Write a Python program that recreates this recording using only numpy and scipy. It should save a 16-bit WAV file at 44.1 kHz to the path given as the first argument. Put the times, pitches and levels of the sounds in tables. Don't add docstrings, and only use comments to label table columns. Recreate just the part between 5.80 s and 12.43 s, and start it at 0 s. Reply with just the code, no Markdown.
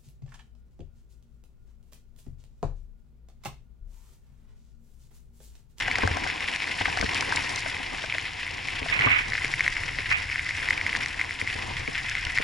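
import sys
import numpy as np
from scipy import signal
from scipy.fft import rfft, irfft, next_fast_len
from scipy.io import wavfile

SR = 44100
rng = np.random.default_rng(int(sys.argv[2]) if len(sys.argv) > 2 else 0)


def to_wav(sig):
    pcm = np.clip(np.atleast_2d(sig), -1, 1) * 32767
    pcm = np.round(pcm).astype(np.int16)
    wavfile.write(sys.argv[1], SR, pcm.T)


N = 292383
OPPOSED = np.array([[1], [-1]])

# time_s, crunch_db, grit_db
GRAVEL_LEVELS = [(0.0,-32,-45), (0.35,-34,-44), (0.81,-36.5,-44.5), (1.2,-34,-41.5), (1.51,-32,-40),
                 (1.76,-32,-39.5), (1.98,-37.5,-45), (2.6,-38,-47), (2.95,-37,-46.5), (3.13,-36,-46),
                 (3.3,-26,-46), (3.46,-33,-44.5), (3.62,-32,-43), (3.86,-33,-44), (4.3,-35.5,-45),
                 (4.61,-33,-45), (5.02,-33,-44.5), (5.4,-36.5,-46.5), (6.0,-36,-45), (6.26,-32.5,-45),
                 (6.63,-34,-45.5)]
# time_s, drone_db, rumble_db
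FRAME_LEVELS = [(0.0,-41.5,-41), (0.33,-40,-40), (0.81,-44.5,-50), (1.16,-40.5,-41), (1.44,-38.5,-42.5),
                (2.08,-45.5,-45.5), (2.69,-47.5,-45), (3.08,-44,-41), (3.27,-37,-40), (3.45,-47,-41.5),
                (4.17,-46,-41.5), (4.56,-50,-42.5), (5.04,-42,-42.5), (5.54,-49.5,-47.5), (5.89,-42,-40),
                (6.15,-48,-43.5), (6.63,-46.5,-41.5)]


def crunch(level_db, pressure):
    # freq_hz, gain_db
    spectrum = [(900, -38.5), (1400, -13), (1750, -6), (2050, -1), (2300, -6), (2700, -11), (3500, -19.5),
                (5000, -63.5)]
    drive = grains(per_s=900, spread_db=3.0, smooth=1.15, swell=1 + 0.42 * pressure)
    return layer(level_db, drive, spectrum)


def stones():
    # start_s, level_db, pitch_hz, crack_re_ring_db
    loud = [(0.0812, -18, 1890, -8), (0.1135, -10.5, 2180, -11), (0.156, -10, 2000, -11),
            (0.1845, -18, 1550, -10), (0.2752, -13.5, 1590, -13), (0.3703, -19, 1550, -9),
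            (0.6414, -18, 1990, -18), (0.7601, -18, 2110, -9), (0.8415, -17.5, 2200, -15),
            (0.8779, -16, 1960, -16), (1.056, -11, 1970, -19), (1.173, -15, 1550, -10),
            (1.2116, -14, 2140, -8), (1.2915, -17, 1940, -11), (1.3319, -23, 1950, -8),
            (1.4079, -15, 2380, -9), (1.4244, -16, 1630, -17), (1.5238, -16, 1610, -11),
            (1.5723, -17.5, 2170, -18), (1.9669, -17, 2030, -12), (2.3239, -13.5, 2250, -19),
            (2.3828, -13.5, 2000, -13), (2.885, -16, 2200, -11), (3.1914, -14, 2080, -15),
            (3.2099, -12, 2020, -14), (3.5214, -18, 1850, -11), (3.5339, -14, 2060, -19),
            (3.5793, -14, 2010, -19), (3.646, -12.5, 2170, -12), (3.7386, -10, 2060, -19),
            (3.7948, -13, 2030, -13), (3.8069, -6.5, 2120, -23), (3.864, -13, 1950, -17),
            (3.8784, -6.5, 1990, -21), (3.9666, -14.5, 2050, -23), (4.035, -17.5, 1960, -18),
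            (4.1866, -14.5, 1970, -14), (4.315, -10.5, 1970, -23), (4.3224, -11, 2040, -15),
            (4.3284, -12, 2350, -14), (4.4992, -17, 2160, -20), (4.558, -14, 1980, -19),
            (4.594, -13, 2110, -27), (4.7086, -15.5, 2100, -16), (4.8871, -11, 2040, -14),
            (4.907, -6, 2070, -20), (4.9776, -17, 2250, -16), (5.0125, -14, 2090, -18),
            (5.065, -10.5, 2030, -18), (5.0928, -17, 2060, -11), (5.1291, -13.5, 2090, -20),
            (5.1509, -10, 1870, -21), (5.1634, -15, 1900, -15), (5.2602, -15, 2000, -14),
            (5.3956, -15, 2020, -18), (5.4131, -10.5, 2100, -22), (5.4455, -21, 2010, -11),
            (5.5084, -16, 2050, -18), (5.6144, -14, 2160, -16), (5.6747, -13.5, 2100, -22),
            (6.0768, -15, 2200, -20), (6.352, -13, 2100, -11), (6.4512, -19.5, 2900, -6),
            (6.5754, -13, 2100, -9), (6.5849, -8, 2030, -14)]
    count = 24
    starts_s = rng.random(count) * N / SR
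    levels_db = rng.normal(-22, 2, count)
    pitches_hz = rng.normal(2050, 120, count)
    small = [(*row, -15) for row in zip(starts_s, levels_db, pitches_hz)]
    out = np.zeros((2, N))
    for start_s, level_db, pitch_hz, crack_db in small + list(loud):
        pan_db = rng.normal(0.4, 1.5)
        noise = rng.standard_normal(1200)
        ring = burst(pitch_hz, rise_s=0.00048, t60_s=0.006)[:len(noise)]
        crack = peak_one(bandpass(decay(noise, t60_s=0.0062), 2500, 4800))
        crumble = bandpass(decay(noise, t60_s=0.051), 1800, 2350, order=1)
        snap = ring + amp(crack_db) * crack + amp(-8.5) * crumble
        add(out, start_s, amp(level_db + OPPOSED * pan_db / 2) * snap)
    return out


def crackle(drone_db, pressure):
    # freq_hz, gain_db
    spectrum = [(900, -19.5), (1300, -15), (1900, -5), (2500, 1.5), (3300, -4.5), (4200, -11.5),
                (5500, -26.5), (8000, -72.5)]
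    fine_db, coarse_db = -37.5, -40
    change_at_s, change_s = 3.44, 0.13
    coarseness = np.clip((np.arange(N) / SR - change_at_s) / change_s + .5, 0, 1)
    shake_db = 0.3 * (drone_db - drone_db.mean())
    level_db = fine_db + (coarse_db - fine_db) * coarseness + shake_db
    drive = grains(per_s=2000, spread_db=4.1, smooth=0.8, swell=1 + 0.34 * pressure)
    return layer(level_db, drive, spectrum)


def grit(level_db, pressure):
    # freq_hz, gain_db
    spectrum = [(2060, -19.5), (3500, -6), (4530, -4), (5320, -0.5), (6110, -10), (7460, -10),
                (9100, -21.5), (10600, -11.5), (11200, -24.5), (11500, -66), (15000, -53), (22000, -120)]
    split_hz = 6300
    low, high = [signal.butter(3, split_hz, kind, fs=SR, output="sos") for kind in ("low", "high")]
    coarse_swell = 1 + 0.22 * pressure + 0.24 * crumbling(per_s=54, fade_s=0.0084)
    coarse = grains(per_s=2000, spread_db=3.3, smooth=1.16, swell=coarse_swell)
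    fine_swell = 1 + 0.25 * pressure + 0.29 * crumbling(per_s=60, fade_s=0.007)
    fine = grains(per_s=2000, spread_db=3.3, smooth=1.33, swell=fine_swell)
    drive = signal.sosfilt(low, rms_one(coarse)) + signal.sosfilt(high, rms_one(fine))
    return layer(level_db, drive, spectrum)


def ticks():
    # start_s, peak_db, top_re_body_db
    loud = [(0.0807, -33, -16), (0.184, -21, -25), (0.2748, -22, -22), (0.3696, -25, -17),
            (0.76, -24.5, -15), (0.8734, -29, -14), (1.1722, -19, -19), (1.1947, -23, -11),
            (1.212, -17, -15), (1.3458, -14.5, -20), (1.4084, -18, -26), (1.56, -14, -9),
            (1.6935, -20, -22), (1.7595, -16, -23), (2.9935, -28, -25), (3.256, -28, -15),
            (3.6451, -24, -18), (4.313, -25, -23), (4.8998, -23, -15), (5.1632, -24, -21),
            (5.2597, -23.5, -17), (5.2834, -25, -15), (5.7413, -28, -22), (6.2961, -20, -14),
            (6.4502, -23, -24), (6.5844, -31, -19)]
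    count, over_grit_db = 70, 15
    time_s, _, grit_db = np.transpose(GRAVEL_LEVELS)
    starts_s = rng.random(count) * N / SR
    peaks_db = np.interp(starts_s, time_s, grit_db) + rng.normal(over_grit_db, 3, count)
    small = [(*row, -16) for row in zip(starts_s, peaks_db)]
    out = np.zeros((2, N))
    for start_s, peak_db, top_db in small + list(loud):
        mid, side = rng.standard_normal((2, 900))
        impact = decay(mid + 0.32 * side * OPPOSED, t60_s=0.015)
        body = bandpass(impact, 3200, 5970)
        top = bandpass(impact, 6300, 7400) + 0.64 * bandpass(impact, 9700, 9800)
        add(out, start_s, amp(peak_db) * peak_one(body + amp(top_db) * top))
    return out


def knocks():
    # start_s, level_db, pitch_hz, upper_modes_db
    hits = [(0.081, -26.5, 740, -2), (0.185, -23, 740, -4), (0.234, -21.5, 1030, -1.5),
            (0.275, -24, 757, -0.5), (0.37, -27.5, 720, -0.5), (0.464, -30, 730, 2),
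            (1.011, -25.5, 755, -1), (1.057, -26, 1190, -4), (1.081, -24.5, 785, -2),
            (1.172, -25.5, 733, 2), (1.226, -26, 665, 3), (1.424, -24.5, 980, 0), (1.523, -24, 950, 3.5),
            (1.581, -25.5, 940, -5), (1.86, -29.5, 665, 1.5), (2.24, -30, 646, -1), (2.35, -33, 650, -3),
            (3.061, -27.5, 680, -7), (3.132, -29, 1180, -8), (3.272, -17.5, 1180, -15),
            (4.313, -30, 1124, 3)]
    out = np.zeros((2, N))
    for start_s, level_db, pitch_hz, upper_db in hits:
        ring = burst(pitch_hz, rise_s=0.00014, t60_s=0.036)
        ring += amp(upper_db) * burst(1554, rise_s=0.00047, t60_s=0.033)
        rocking = 0.66 * amp(upper_db) * burst(1310, rise_s=0.00072, t60_s=0.038)
        noise = rng.standard_normal((2, len(ring)))
        rattle = amp(0.5) * peak_one(bandpass(decay(noise, t60_s=0.04), 350, 1500))
        add(out, start_s, amp(level_db) * (ring * [[1.3], [.7]] + rocking * OPPOSED + rattle))
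    return out


def bumps():
    # start_s, thump_db, pitch_hz, thud_db
    hits = [(0.233, -25, 56.5, -23.5), (0.249, -16, 93, -30), (0.309, -20, 80.7, -31.5),
            (1.009, -28, 100, -38), (1.076, -35, 56.5, -38), (1.201, -27, 60, -33), (1.227, -30, 200, -36),
            (1.238, -23, 70, -27), (3.017, -28, 72, -33.5), (3.197, -29.5, 132, -39),
            (3.263, -21, 109, -25.5), (3.643, -36, 102, -33.5), (4.188, -39, 132, -36),
            (5.621, -31.5, 91.5, -36), (5.755, -30.5, 86, -36.5), (5.994, -30, 75, -46),
            (6.081, -35.5, 160, -32), (6.464, -29, 78, -48), (6.598, -38, 41, -32)]
    out = np.zeros((2, N))
    for start_s, thump_db, pitch_hz, thud_db in hits:
        thump = burst(pitch_hz, rise_s=0.0012, t60_s=0.086)
        left = burst(256, 0.0013, 0.032) + burst(434, 0.0027, 0.043)
        right = burst(250, 0.0018, 0.034) - burst(590, 0.0004, 0.015)
        noise = rng.standard_normal(len(thump))
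        rattle = peak_one(bandpass(decay(noise, t60_s=0.073), 110, 700))
        thud = np.array([left, right]) + 1.7 * rattle * OPPOSED
        add(out, start_s, amp(thump_db) * thump + amp(thud_db) * thud)
    return out


def scuffs():
    # full_level_at_s, hold_s, level_db
    strokes = [(3.133, .015, -21), (3.195, .19, -22), (4.312, .02, -22)]
    # freq_hz, gain_db
    spectrum = [(530, -46), (900, -14), (982, -17), (1050, -32), (1180, -10), (1630, -10), (2320, 1),
                (3040, -14), (4000, -31), (5200, -52), (8800, -120)]
    rise_db_per_s, fall_db_per_s = 900, 190
    t = np.arange(N) / SR
    envelopes_db = [level_db - rise_db_per_s * np.maximum(at_s - t, 0)
                    - fall_db_per_s * np.maximum(t - at_s - hold_s, 0)
                    for at_s, hold_s, level_db in strokes]
    swell = 1 + 0.52 * crumbling(per_s=90, fade_s=0.0045)
    drive = grains(per_s=2500, spread_db=1.5, smooth=2.1, swell=swell)
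    left, right = layer(np.max(envelopes_db, axis=0), drive, spectrum)
    return np.array([0.45 * left, 0.6 * right - 1.85 * left])


def drone(level_db):
    # freq_hz, gain_db
    spectrum = [(94, -28), (160, -9), (188, -7), (263, -2.5), (424, -5.5), (511, -3.5), (605, -10),
                (750, -1.5), (832, -5.5), (1000, -0.5), (1280, -11), (1500, -18), (1950, -34), (3300, -120)]
    drive = grains(per_s=400, spread_db=4.3, smooth=2.8, swell=amp(2.1 * drift(rate_hz=21.5)))
    return layer(level_db, drive, spectrum)


def rumble(level_db):
    # freq_hz, gain_db
    spectrum = [(12, -17), (20, 2.5), (53, -2.5), (92, 1.5), (132, -2.5), (171, -11.5), (200, -22),
                (260, -25), (440, -120)]
    drive = grains(per_s=100, spread_db=2.4, smooth=9.9, swell=amp(0.32 * drift(rate_hz=10)))
    return layer(level_db, drive, spectrum)


def crumbling(per_s, fade_s):
    slips = np.minimum(rng.exponential(1, N), 2.2) * (rng.random(N) < per_s / SR)
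    pressure = signal.lfilter([1], [1, -np.exp(-1 / (fade_s * SR))], slips)
    return pressure / pressure.mean()


def grains(per_s, spread_db, smooth, swell):
    sizes = amp(spread_db * np.minimum(rng.exponential(1, N), 4))
    contacts = rng.random(N) < per_s / SR
    clicks = rms_one(sizes * contacts * rng.standard_normal((2, N)))
    return (clicks + smooth * rng.standard_normal((2, N))) * swell


def layer(level_db, drive, spectrum):
    # freq_hz, coherence
    port_coherence = [(40, 0.98), (70, 1), (130, 0.87), (250, 0.77), (500, 0.58), (1000, 0.75),
                      (2000, 0.91), (4500, 0.91), (8000, 0.83), (11000, 0.99)]
    # freq_hz, phase_rad
    port_lead = [(0, -0.5), (430, 2.5), (780, 1.26), (1030, 1.3), (2150, -0.14), (2500, 0.5), (4390, 0.04),
                 (7150, 0.5), (8180, 0.67), (12000, 0.7)]
    size = next_fast_len(N + SR // 4)
    hz = np.maximum(np.arange(size // 2 + 1) * SR / size, 1)
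    cepstrum = irfft(np.log(amp(np.maximum(at_hz(spectrum, hz), -70))), size)
    cepstrum[1:size // 2] *= 2
    cepstrum[size // 2 + 1:] = 0
    mid, side = rfft(drive, size) * np.exp(rfft(cepstrum))
    coherence = np.clip(at_hz(port_coherence, hz), 0, .99)
    spread = mid * np.sqrt(1 + coherence) + side * np.sqrt(1 - coherence) * OPPOSED
    lead_rad = np.interp(hz, *np.transpose(port_lead))
    ports = irfft(spread * np.exp(.5j * lead_rad * OPPOSED), size)[:, :N]
    return amp(level_db) * ports / np.std(ports.mean(0))


def burst(pitch_hz, rise_s, t60_s):
    t = np.arange(int(SR * .15)) / SR
    attack = (1 - np.exp(-t / rise_s)) ** 2
    return peak_one(decay(attack * np.sin(2 * np.pi * pitch_hz * t), t60_s))


def drift(rate_hz):
    pole = np.exp(-2 * np.pi * rate_hz / SR)
    return rms_one(signal.lfilter([1], [1, -2 * pole, pole * pole], rng.standard_normal(N + SR))[SR:])


def decay(x, t60_s):
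    return x * amp(-60 * np.arange(x.shape[-1]) / SR / t60_s)


def bandpass(x, low_hz, high_hz, order=2):
    return signal.sosfilt(signal.butter(order, [low_hz, high_hz], "band", fs=SR, output="sos"), x)


def amp(db):
    return 10 ** (np.asarray(db) / 20)


def rms_one(x):
    return x / np.sqrt(np.mean(x ** 2) + 1e-20)


def peak_one(x):
    return x / np.abs(x).max()


def at_hz(points, hz):
    freq_hz, values = np.transpose(points)
    return np.interp(np.log(hz), np.log(freq_hz + 1e-9), values)


def in_time(rows):
    time_s, *columns = np.transpose(rows)
    return [np.interp(np.arange(N) / SR, time_s, column) for column in columns]


def add(out, start_s, wave):
    start = round(start_s * SR)
    out[:, start:start + wave.shape[1]] += wave[:, :N - start]


def scene():
    crunch_db, grit_db = in_time(GRAVEL_LEVELS)
    drone_db, rumble_db = in_time(FRAME_LEVELS)
    pressure = crumbling(per_s=70, fade_s=0.0068)
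    gravel = crunch(crunch_db, pressure) + crackle(drone_db, pressure) + grit(grit_db, pressure)
    frame = drone(drone_db) + rumble(rumble_db)
    return gravel + frame + scuffs() + stones() + ticks() + knocks() + bumps()


def record(dry):
    # freq_hz, left_minus_right_db
    imbalance = [(60, 3.5), (110, -1.5), (190, 3.5), (350, 0.5), (630, 2.0), (1130, 5), (2020, 1.5),
                 (3640, 2), (6540, 1.0), (11800, -0.5)]
    ceiling, stopband_hz = 0.7, 12100
    size = next_fast_len(N + 4096)
    hz = np.maximum(np.arange(size // 2 + 1) * SR / size, 1)
    ports = irfft(rfft(dry, size) * amp(at_hz(imbalance, hz) * OPPOSED / 2), size)[:, :N]
    rounded = ceiling * np.tanh(ports / ceiling)
    return signal.sosfilt(signal.cheby2(12, 50, stopband_hz, fs=SR, output="sos"), rounded)


dry = scene()
out = record(dry)
to_wav(out)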